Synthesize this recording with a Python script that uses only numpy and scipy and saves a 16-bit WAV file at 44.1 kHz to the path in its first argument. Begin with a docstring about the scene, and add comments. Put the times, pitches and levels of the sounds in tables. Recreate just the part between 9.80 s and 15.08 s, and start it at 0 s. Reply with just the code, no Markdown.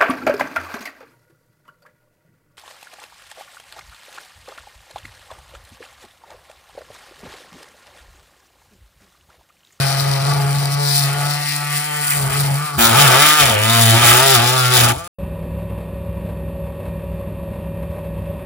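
"""An oscillating tool saws a metal pin on a wooden bench, first upright, then tilted and pressed harder.
Each swing of the blade drags teeth over the pin (rasp, hiss and sizzling chips), knocks the workpiece,
its collar and its clamp (buzz) and shakes the bench (hum). Snags make the bench thump, and at the end
the blade lifts off. It is heard close by, and left and right differ in colour and timing."""
import sys
import numpy as np
from scipy import signal
from scipy.fft import rfft, irfft, next_fast_len
from scipy.io import wavfile
from scipy.ndimage import uniform_filter1d

SR = 44100
rng = np.random.default_rng(int(sys.argv[2]) if len(sys.argv) > 2 else 0)


def inscribe(sig):
    """Save sig as 16-bit PCM at rate SR to the path in sys.argv[1].

    A 1-D sig is mono; a 2-D sig holds one channel per row.
    Samples are clipped to [-1, 1] before scaling.
    """
    pcm = np.round(np.clip(np.atleast_2d(sig).T, -1, 1) * 32767)
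    wavfile.write(sys.argv[1], SR, pcm.astype(np.int16))


N = 232710
TIME_S = np.arange(N) / SR
TILT_S = 2.981   # the blade is set at a new angle
UPRIGHT, TILTED = 1, 2   # each angle's column in the tables of pitch_hz, upright_db, tilted_db


def from_db(db):
    """Turn decibels into a gain."""
    return 10 ** (np.asarray(db) / 20)


def rms_one(sound):
    """Scale a sound to an average power of 1."""
    return sound / np.sqrt(np.mean(sound ** 2) + 1e-20)


def in_time(rows):
    """Join a table's timed points with lines: one value a sample for each column."""
    times_s, *columns = np.transpose(rows)
    return [np.interp(TIME_S, times_s, column) for column in columns]


def at_pitch(rows, hz, column=1):
    """Read a table between its rows, on a logarithmic pitch scale."""
    rows = np.array(rows)
    return np.interp(np.log(hz + 1), np.log(rows[:, 0] + 1), rows[:, column])


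def by_angle(upright, tilted):
    """One value before the blade tilts, another after."""
    return np.where(TIME_S >= TILT_S, tilted, upright)


def drift(rate_hz):
    """A smooth random wobble, about 1 in size."""
    pole = np.exp(-40 * np.pi * rate_hz / SR)   # one step every 20 samples
    slow = signal.lfilter([1], [1, -2 * pole, pole ** 2], rng.standard_normal(N // 20 + 2002))[2000:]
    return np.interp(np.arange(N) / 20, np.arange(len(slow)), rms_one(slow))


# How much louder left is than right: pitch_hz, upright_db, tilted_db
LEFT_LOUDER = [(200, 0.5, 0.7), (380, -3, -3), (700, 7, 3), (1250, 1, -1), (2800, 1, 0), (3800, 10, 4),
               (5000, 14, 8), (6200, 8, 4), (7000, 0, 2), (8200, 0, 0)]
# How far the left channel leads, in steps through the treble: pitch_hz, lead_radians
LEFT_LEAD = [(0, .3), (250, .5), (520, 1.6), (1210, .3), (3530, 1.9), (5250, 1.5), (6030, -1), (7500, -1.6),
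             (8000, -3), (8500, -3.3), (10400, -6.1), (11500, -6.4), (12900, -9.3), (13700, -9.5),
             (15500, -12.5)]
def left_right(hz, angle):
    """Each pitch sounds at a different strength and moment on the left and on the right."""
    lead = np.interp(hz, *np.transpose(LEFT_LEAD))
    left = from_db(at_pitch(LEFT_LOUDER, hz, angle) / 2) * np.exp(.5j * lead)
    return np.array([left, 1 / left])


# How alike left and right sound at each pitch: pitch_hz, share_0_to_1
LIKENESS = [(200, .97), (330, .3), (1000, .4), (1250, .75), (3200, .6), (4000, .4), (7500, .55),
            (8200, .92), (9800, .8), (10800, .99), (12000, .65), (13400, .99), (14800, .85), (15600, .96)]
def heard(grit, response, gain):
    """A body colours the grit: one stream sounds on both sides, and each side has one of its own."""
    size = next_fast_len(N + 4096)
    hz = np.arange(size // 2 + 1) * SR / size
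    share = np.clip(at_pitch(LIKENESS, hz), 0, 1)
    out = 0
    for angle, active in ((UPRIGHT, TIME_S < TILT_S), (TILTED, TIME_S >= TILT_S)):
        common, *own = rfft(grit * gain * active, size)
        body = response(hz, angle)
        both = left_right(hz, angle)
        common_power = share * np.abs(np.mean(both, axis=0)) ** 2
        own_power = (1 - share) * np.mean(np.abs(both) ** 2, axis=0) / 2
        # the body sets only the colour, not the loudness
        body = body / np.sqrt(np.mean(np.abs(body) ** 2 * (common_power + own_power)))
        mixed = np.sqrt(share) * common + np.sqrt(1 - share) * np.array(own)
        out = out + irfft(mixed * body * both, size)[:, :N]
    return out


def resonances(tones, hz, angle):
    """A metal part answers most strongly near its own tones, which alternate in sign."""
    return sum((-1) ** k * from_db(tone[angle + 1])
               / (1 + 1j * (hz ** 2 - tone[0] ** 2) / (tone[1] * hz + 1)) ** 2
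               for k, tone in enumerate(tones))


def buzz(tones, phase, swing_hz, multiples):
    """Even knocks make multiples of the swing rate, loudest near the part's own tones."""
    step = 64   # samples between updates of the colour
    tilted = TIME_S[::step] >= TILT_S
    out, power = 0, 0
    for k in multiples:
        hz = k * swing_hz[::step]
        body = np.where(tilted, resonances(tones, hz, TILTED) * left_right(hz, TILTED),
                        resonances(tones, hz, UPRIGHT) * left_right(hz, UPRIGHT))
        unshared = 1 - np.clip(at_pitch(LIKENESS, hz), 0, 1)
        apart = 1.39 * unshared * drift(2.13)[::step]   # left and right do not keep step
        waver = from_db(2.5 * drift(5)) * np.exp(1j * (.3 + .015 * k) * drift(5))
        body = body * np.exp(1j * apart * [[1], [-1]])
        power = power + np.abs(np.mean(body, axis=0)) ** 2 / 2
        body = np.repeat(body * waver[::step], step, axis=1)[:, :N]
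        out = out + (body * np.exp(1j * k * phase)).real
    return out / np.sqrt(uniform_filter1d(np.repeat(power, step)[:N], size=4000))


def shaken(tones, level_db, grit, steady, grit_share):
    """A metal part rings partly from random grit and partly with a steady buzz."""
    grit_share = np.clip(grit_share, 0, .97)
    gain = from_db(level_db)
    grind = heard(grit, lambda hz, angle: resonances(tones, hz, angle), gain * np.sqrt(grit_share))
    return grind + gain * np.sqrt(1 - grit_share) * steady


# The blade snags and the bench jumps: start_s, level_db
SNAGS = [(.66, -34), (2.35, -40), (2.499, -41), (2.979, -26), (3.049, -32), (3.619, -34), (3.72, -41),
         (4.309, -26), (4.6, -42), (5.049, -32), (5.168, -29)]
def bench_thumps(pitch_hz=70, ring_s=0.076):
    """Each snag sets the bench top swinging a few times."""
    kicks = np.zeros(N)
    for start_s, level_db in SNAGS:
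        kicks[round(start_s * SR)] = from_db(level_db)
    decay = from_db(-60 / (ring_s * SR))
    turn = 2 * np.pi * pitch_hz / SR
    return signal.lfilter([0, np.sin(turn)], [1, -2 * decay * np.cos(turn), decay ** 2], kicks + 1e-18)


def bench_rumble(rough, rise_s=0.008, fall_s=0.045):
    """A rough cut and every snag shake the bench under the microphone."""
    low_band = signal.butter(3, [55, 110], "band", fs=SR, output="sos")
    middle, side = signal.sosfilt(low_band, rng.standard_normal((2, N)))
    shudder = 0
    for start_s, level_db in SNAGS:
        fade_s = np.where(TIME_S < start_s, rise_s, fall_s)
        shudder = shudder + from_db(level_db - 0.5) * np.exp(-np.abs(TIME_S - start_s) / fade_s)
    gain = (from_db(-70 + 30 * rough) + shudder) * from_db(2.1 * drift(9.9))
    return gain * rms_one(middle + 0.21 * side * [[1], [-1]])


# How the bench answers at twice the swing rate: pitch_hz, upright_db, tilted_db
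BENCH_ANSWER = [(208.5, -47, -40), (228.4, -47, -25), (253.4, -43, -44), (279, -49.5, -46),
                (270.5, -46, -41), (298, -50.5, -32), (330, -50, -53)]
def bench_hum(phase, swing_hz, rough, hum_db, third_db):
    """The bench shakes at one, two and three times the swing rate; a rough cut makes it lumpy."""
    second_db = by_angle(at_pitch(BENCH_ANSWER, 2 * swing_hz, UPRIGHT),
                         at_pitch(BENCH_ANSWER, 2 * swing_hz, TILTED)) + 2.0 * drift(9.0)
    out = 0
    for k, level_db in enumerate([hum_db, second_db, third_db], 1):
        wave = np.exp(1j * (k * phase + .5 * rough * drift(32.5)))
        gain = np.sqrt(2) * from_db(level_db + 1.6 * rough * drift(25))
        both = left_right(k * swing_hz, TILTED)   # the hum uses this balance at both angles
        out = out + gain * (wave * both / np.abs(np.mean(both, axis=0))).real
    return out


# How hard the swing knocks the metal: time_s, workpiece_db, collar_db, clamp_db
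KNOCK_LEVELS = [(0, -30, -30, -28.5), (.33, -30, -34.5, -33.5), (.5, -28.5, -30, -34),
                (.99, -34.5, -36.5, -35.5), (1.16, -33, -37.5, -33), (1.38, -30.5, -31.5, -32.5),
                (1.51, -28.5, -30.5, -33), (1.71, -38, -39, -31), (1.83, -33.5, -31, -32.5),
                (1.96, -41, -34, -30.5), (2.14, -35, -33.5, -32), (2.31, -40, -33, -29),
                (2.42, -30.5, -33.5, -34), (2.55, -33.5, -28.5, -30.5), (2.72, -29.5, -39.5, -35.5),
                (2.82, -38.5, -27, -33), (2.975, -38, -32, -44), (2.99, -22.5, -28, -24.5),
                (3.05, -23.5, -17.5, -21), (3.11, -21.5, -20.5, -24), (3.2, -22, -18.5, -14.5),
                (3.29, -16.5, -16, -18.5), (3.5, -24.5, -18, -18), (3.56, -30.5, -20.5, -24.5),
                (3.62, -19.5, -20.5, -17), (3.78, -25, -29, -25), (3.93, -26.5, -22, -22.5),
                (4.1, -22, -29, -22), (4.28, -22, -17.5, -16), (4.45, -21, -21, -20.5),
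                (4.5, -24, -26, -21), (4.56, -23, -19, -21), (4.63, -22, -23.5, -24),
                (4.9, -28.5, -23.5, -27.5), (4.98, -22, -20.5, -19.5), (5.11, -24, -21.5, -24.5),
                (5.135, -32.5, -40, -42), (5.28, -44, -41, -44)]
def knock_levels(waver_db=1.0):
    """The knocking on each part swells and fades a little by chance."""
    return [level_db + waver_db * drift(11.0) for level_db in in_time(KNOCK_LEVELS)]


# The workpiece's tones: pitch_hz, width_hz, upright_db, tilted_db
WORKPIECE_TONES = [(227, 200, -13, -10), (415, 217, -1, -6), (544, 73, -2.5, -1.5), (677.4, 116, 6.5, 3),
                   (878, 147, 5, 1.5)]
def workpiece_buzz(level_db, knocks, phase, swing_hz, rough):
    """The knocked workpiece rings low, and grinds more when the cut is rough."""
    steady = buzz(WORKPIECE_TONES, phase, swing_hz, multiples=range(4, 10))
    return shaken(WORKPIECE_TONES, level_db, knocks, steady, grit_share=.04 + 1.1 * rough)


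# The collar's tones: pitch_hz, width_hz, upright_db, tilted_db
COLLAR_TONES = [(1036, 88, -4, -1.5), (1197, 140, 10.5, 13), (1338, 73, 5.5, 13), (1456, 175, 6, 7)]
def collar_buzz(level_db, knocks, phase, swing_hz, rough):
    """The same knocks ring the collar around the pin at a middle pitch."""
    steady = buzz(COLLAR_TONES, phase, swing_hz, multiples=range(6, 15))
    return shaken(COLLAR_TONES, level_db, knocks, steady, grit_share=.06 + 1.05 * rough)


# The clamp's tones: pitch_hz, width_hz, upright_db, tilted_db
CLAMP_TONES = [(1720, 253, -8.5, 0), (1965, 220, -5, -1.5), (2366, 650, -8, -0.5), (2690, 510, -13.5, -4),
               (3080, 460, -8.5, 1.5)]
def clamp_buzz(level_db, knocks, phase, swing_hz, rough):
    """The clamp rings higher, so less of its sound repeats from swing to swing."""
    steady = buzz(CLAMP_TONES, phase, swing_hz, multiples=range(10, 29))
    return shaken(CLAMP_TONES, level_db, knocks, steady, grit_share=.27 + 1.2 * rough)


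# The colour of the sizzle: pitch_hz, upright_db, tilted_db
CHIP_COLOUR = [(11800, -14, -10), (12460, 6.5, 0.5), (13700, 6, 7.5), (14940, 10, 8.5), (16400, -34.5, -5)]
def chip_sizzle(bite_db, teeth, burst_db=12, burst_s=0.06):
    """A harder bite throws more chips; the fresh cut after the tilt spits a burst of them."""
    fresh_cut_db = by_angle(0, burst_db * np.exp(-np.abs(TIME_S - TILT_S) / burst_s))
    level_db = -32 + 1.2 * (bite_db + 28.5) + fresh_cut_db
    return heard(teeth, lambda hz, angle: from_db(at_pitch(CHIP_COLOUR, hz, angle)), from_db(level_db))


# How hard the teeth bite: time_s, level_db
BITE_LEVELS = [(0, -33.5), (.32, -35), (.57, -36), (.64, -37), (.8, -34), (.99, -36.5), (1.09, -26.5),
               (1.17, -24.5), (1.31, -33), (1.36, -35.5), (1.49, -31.5), (1.6, -38.5), (1.71, -28.5),
               (1.83, -37.5), (1.96, -29.5), (2.12, -34.5), (2.3, -25.5), (2.5, -34), (2.6, -29.5),
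               (2.7, -33.5), (2.975, -40.5), (2.99, -24.5), (3.05, -21), (3.11, -26.5), (3.2, -20),
               (3.3, -23), (3.5, -19.5), (3.56, -26), (3.61, -19), (3.77, -31), (3.85, -28), (3.89, -23),
               (4.1, -20), (4.2, -27.5), (4.27, -17.5), (4.45, -23), (4.55, -20), (4.61, -31),
               (4.67, -26.5), (4.9, -28), (4.98, -17), (5.11, -27.5), (5.13, -38.5), (5.28, -45)]
def tooth_bite(waver_db=.7):
    """The depth of the bite, with a slight waver, sets how loud the teeth are."""
    return in_time(BITE_LEVELS)[0] + waver_db * drift(2.8)


def scraping(phase, rough, catches_per_s, spread_db, sharpness, return_db, patchy_db):
    """Teeth catch at random, hardest in the middle of each stroke, making three streams of grit."""
    forward = np.exp(sharpness * (1 - .5 * rough) * (np.cos(phase) - 1))
    back = from_db(return_db) * np.exp(sharpness * (-np.cos(phase) - 1))
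    depth = from_db(patchy_db * (drift(39) + drift(6.7)))   # some strokes bite deeper
    caught = rng.random(N) < catches_per_s / SR
    strength = from_db(spread_db * np.minimum(rng.exponential(1, N), 5))
    grit = caught * strength * rng.standard_normal((3, N)) * (forward + back) * depth
    power = uniform_filter1d(np.mean(grit ** 2, axis=0), size=6000)
    return grit / np.sqrt(power + 1e-12)


# The colour of the hiss: pitch_hz, upright_db, tilted_db
TOOTH_COLOUR = [(5740, -42, -25), (6280, 9, 4), (7700, 21.5, 11.5), (9000, 27.5, 11.5), (10200, 13.5, 6),
                (9170, -7.5, -8), (10540, 13.5, 9), (12630, 8.5, -1), (12700, -28, -39)]
def tooth_hiss(bite_db, teeth):
    """Thousands of tiny catches on the pin blur into a high hiss."""
    return heard(teeth, lambda hz, angle: from_db(at_pitch(TOOTH_COLOUR, hz, angle)), from_db(bite_db))


# The blade's tones: pitch_hz, width_hz, upright_db, tilted_db
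BLADE_TONES = [(3538, 430, 2, 4), (4130, 610, 9, -1), (4716, 380, 8.5, -1.5), (5190, 710, 5, -2.5),
               (5840, 770, 3.5, -6), (6490, 270, 1, -1)]
# How much the blade rings with the bite: time_s, above_hiss_db
RASP_LEVELS = [(0, 5), (.55, 5), (.64, -1), (.85, 4), (1.1, 4.5), (1.2, 2), (1.43, -1), (1.52, 4),
               (1.7, 1.5), (2.12, -4), (2.3, -7), (2.6, -1.5), (2.75, -3.5), (2.9, -1.5), (3.0, 0.5),
               (3.7, 1.5), (3.8, -1.5), (3.88, 1), (4.1, -1), (4.2, 3), (4.28, -1.5), (4.45, 1),
               (4.62, 3.5), (4.9, 2.5), (5.28, -3.5)]
def blade_rasp(bite_db, teeth, phase, swing_hz, rough):
    """The dragging teeth make the blade ring with a bright, gritty rasp."""
    level_db = bite_db + in_time(RASP_LEVELS)[0]
    steady = buzz(BLADE_TONES, phase, swing_hz, multiples=range(24, 44))
    return shaken(BLADE_TONES, level_db, teeth, steady, grit_share=.65 + .8 * rough)


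# The swing while upright, tilted, then lifted off and running free:
# time_s, swing_hz, hum_db, third_multiple_db, roughness_0_to_1
SWING_UPRIGHT = [(0.0, 136.9, -17, -38, 0.3), (0.12, 136.9, -22, -49, 0.39), (0.3, 139.5, -18, -40, 0.36),
                 (0.4, 136.3, -21, -45, 0.32), (0.51, 142.7, -16, -35, 0.49), (0.54, 142.8, -18, -49, 0.65),
                 (0.64, 138.6, -17, -32, 0.29), (0.76, 142.4, -18, -49, 0.42),
                 (0.89, 140.1, -21, -39, 0.27), (0.93, 141.3, -20, -55, 0.37), (1.0, 143.9, -20, -35, 0.02),
                 (1.16, 140.7, -21, -43, 0.03), (1.19, 142.7, -21, -57, 0.25),
                 (1.25, 139.0, -18, -46, 0.11), (1.36, 142.6, -23, -38, 0.35),
                 (1.46, 145.2, -21, -50, 0.19), (1.67, 146.4, -29, -61, 0.05),
                 (1.98, 145.5, -26, -48, 0.06), (2.04, 149.5, -34, -51, 0.04),
                 (2.21, 147.9, -29, -41, 0.02), (2.28, 145.3, -33, -62, 0.37),
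                 (2.37, 144.8, -24, -43, 0.38), (2.47, 134.5, -17, -36, 0.7), (2.5, 136.0, -29, -39, 0.78),
                 (2.56, 142.5, -20, -38, 0.57), (2.74, 138.9, -17, -47, 0.31),
                 (2.85, 152.0, -27, -45, 0.06), (2.87, 150.0, -42, -53, 0.02), (2.98, 139.0, -22, -46, 0.3)]
SWING_TILTED = [(2.98, 116, -41, -28, 0.086), (3.14, 114, -17.5, -32, 0.43), (3.2, 144.1, -18.5, -30, 0.52),
                (3.25, 142.8, -15, -34, 0.19), (3.29, 126.9, -16.5, -43, 0.52),
                (3.33, 123.7, -20, -26, 0.32), (3.41, 146.1, -24, -30, 0.02), (3.45, 151, -29, -45, 0.28),
                (3.58, 152.5, -36, -37, 0.027), (3.62, 144.8, -22.5, -29, 0.27), (3.72, 108, -24, -53, 0.5),
                (3.76, 104, -21.5, -48, 0.19), (3.93, 116.0, -19.5, -36, 0.027),
                (4.05, 113.7, -14, -50, 0.091), (4.15, 113.1, -12.5, -23, 0.019),
                (4.21, 121.3, -19.5, -39.5, 0.57), (4.33, 118.9, -19, -24, 0.44),
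                (4.45, 136.7, -25.5, -26.5, 0.047), (4.53, 133.2, -22, -22, 0.18),
                (4.58, 114.2, -18, -31, 0.19), (4.75, 130.1, -22, -30, 0.077),
                (4.87, 124.5, -18, -39, 0.02), (4.94, 127.2, -21, -24.5, 0.17),
                (5.03, 117.9, -16, -38, 0.69), (5.13, 119.4, -22.5, -34, 0.74)]
SWING_FREE = [(5.155, 135, -36, -44, .6), (5.19, 165, -43, -45, .15), (5.28, 177, -50, -48, .04)]
def blade_swing():
    """The motor swings the blade to and fro; a rough cut makes its speed unsteady."""
    swing_hz, hum_db, third_db, rough = in_time(SWING_UPRIGHT + SWING_TILTED + SWING_FREE)
    unsteady_hz = swing_hz * (1 + .01 * rough * drift(25))
    phase = 2 * np.pi * np.cumsum(unsteady_hz) / SR
    return phase, swing_hz, rough, hum_db, third_db


def scene():
    """Workpiece, collar, clamp, blade, teeth, chips and bench share one swing."""
    workpiece_db, collar_db, clamp_db = knock_levels()
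    bite_db = tooth_bite()
    phase, swing_hz, rough, hum_db, third_db = blade_swing()
    knocks = scraping(phase, rough, catches_per_s=9000, spread_db=1.5,
                      sharpness=0.55, return_db=7.5, patchy_db=0.5)
    teeth = scraping(phase + 0.83, rough, catches_per_s=12000, spread_db=2.0,
                     sharpness=1.17, return_db=5.5, patchy_db=1.39)
    workpiece = workpiece_buzz(workpiece_db, knocks, phase, swing_hz, rough)
    collar = collar_buzz(collar_db, knocks, phase, swing_hz, rough)
    clamp = clamp_buzz(clamp_db, knocks, phase, swing_hz, rough)
    blade = blade_rasp(bite_db, teeth, phase, swing_hz, rough)
    hiss = tooth_hiss(bite_db, teeth)
    sizzle = chip_sizzle(bite_db, teeth)
    bench = bench_hum(phase, swing_hz, rough, hum_db, third_db) + bench_rumble(rough) + bench_thumps()
    return bench + workpiece + collar + clamp + sizzle + hiss + blade


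def record(dry, bass_hz=45.0, top_hz=16200):
    """The microphone drops the deepest bass; peaks past full scale clip, and the top treble is cut."""
    thinned = signal.sosfilt(signal.butter(2, bass_hz, "high", fs=SR, output="sos"), dry)
    clipped = np.clip(thinned, -1, 1)
    return signal.sosfilt(signal.cheby2(24, 60, top_hz, fs=SR, output="sos"), clipped)


dry = scene()
out = record(dry)
inscribe(out)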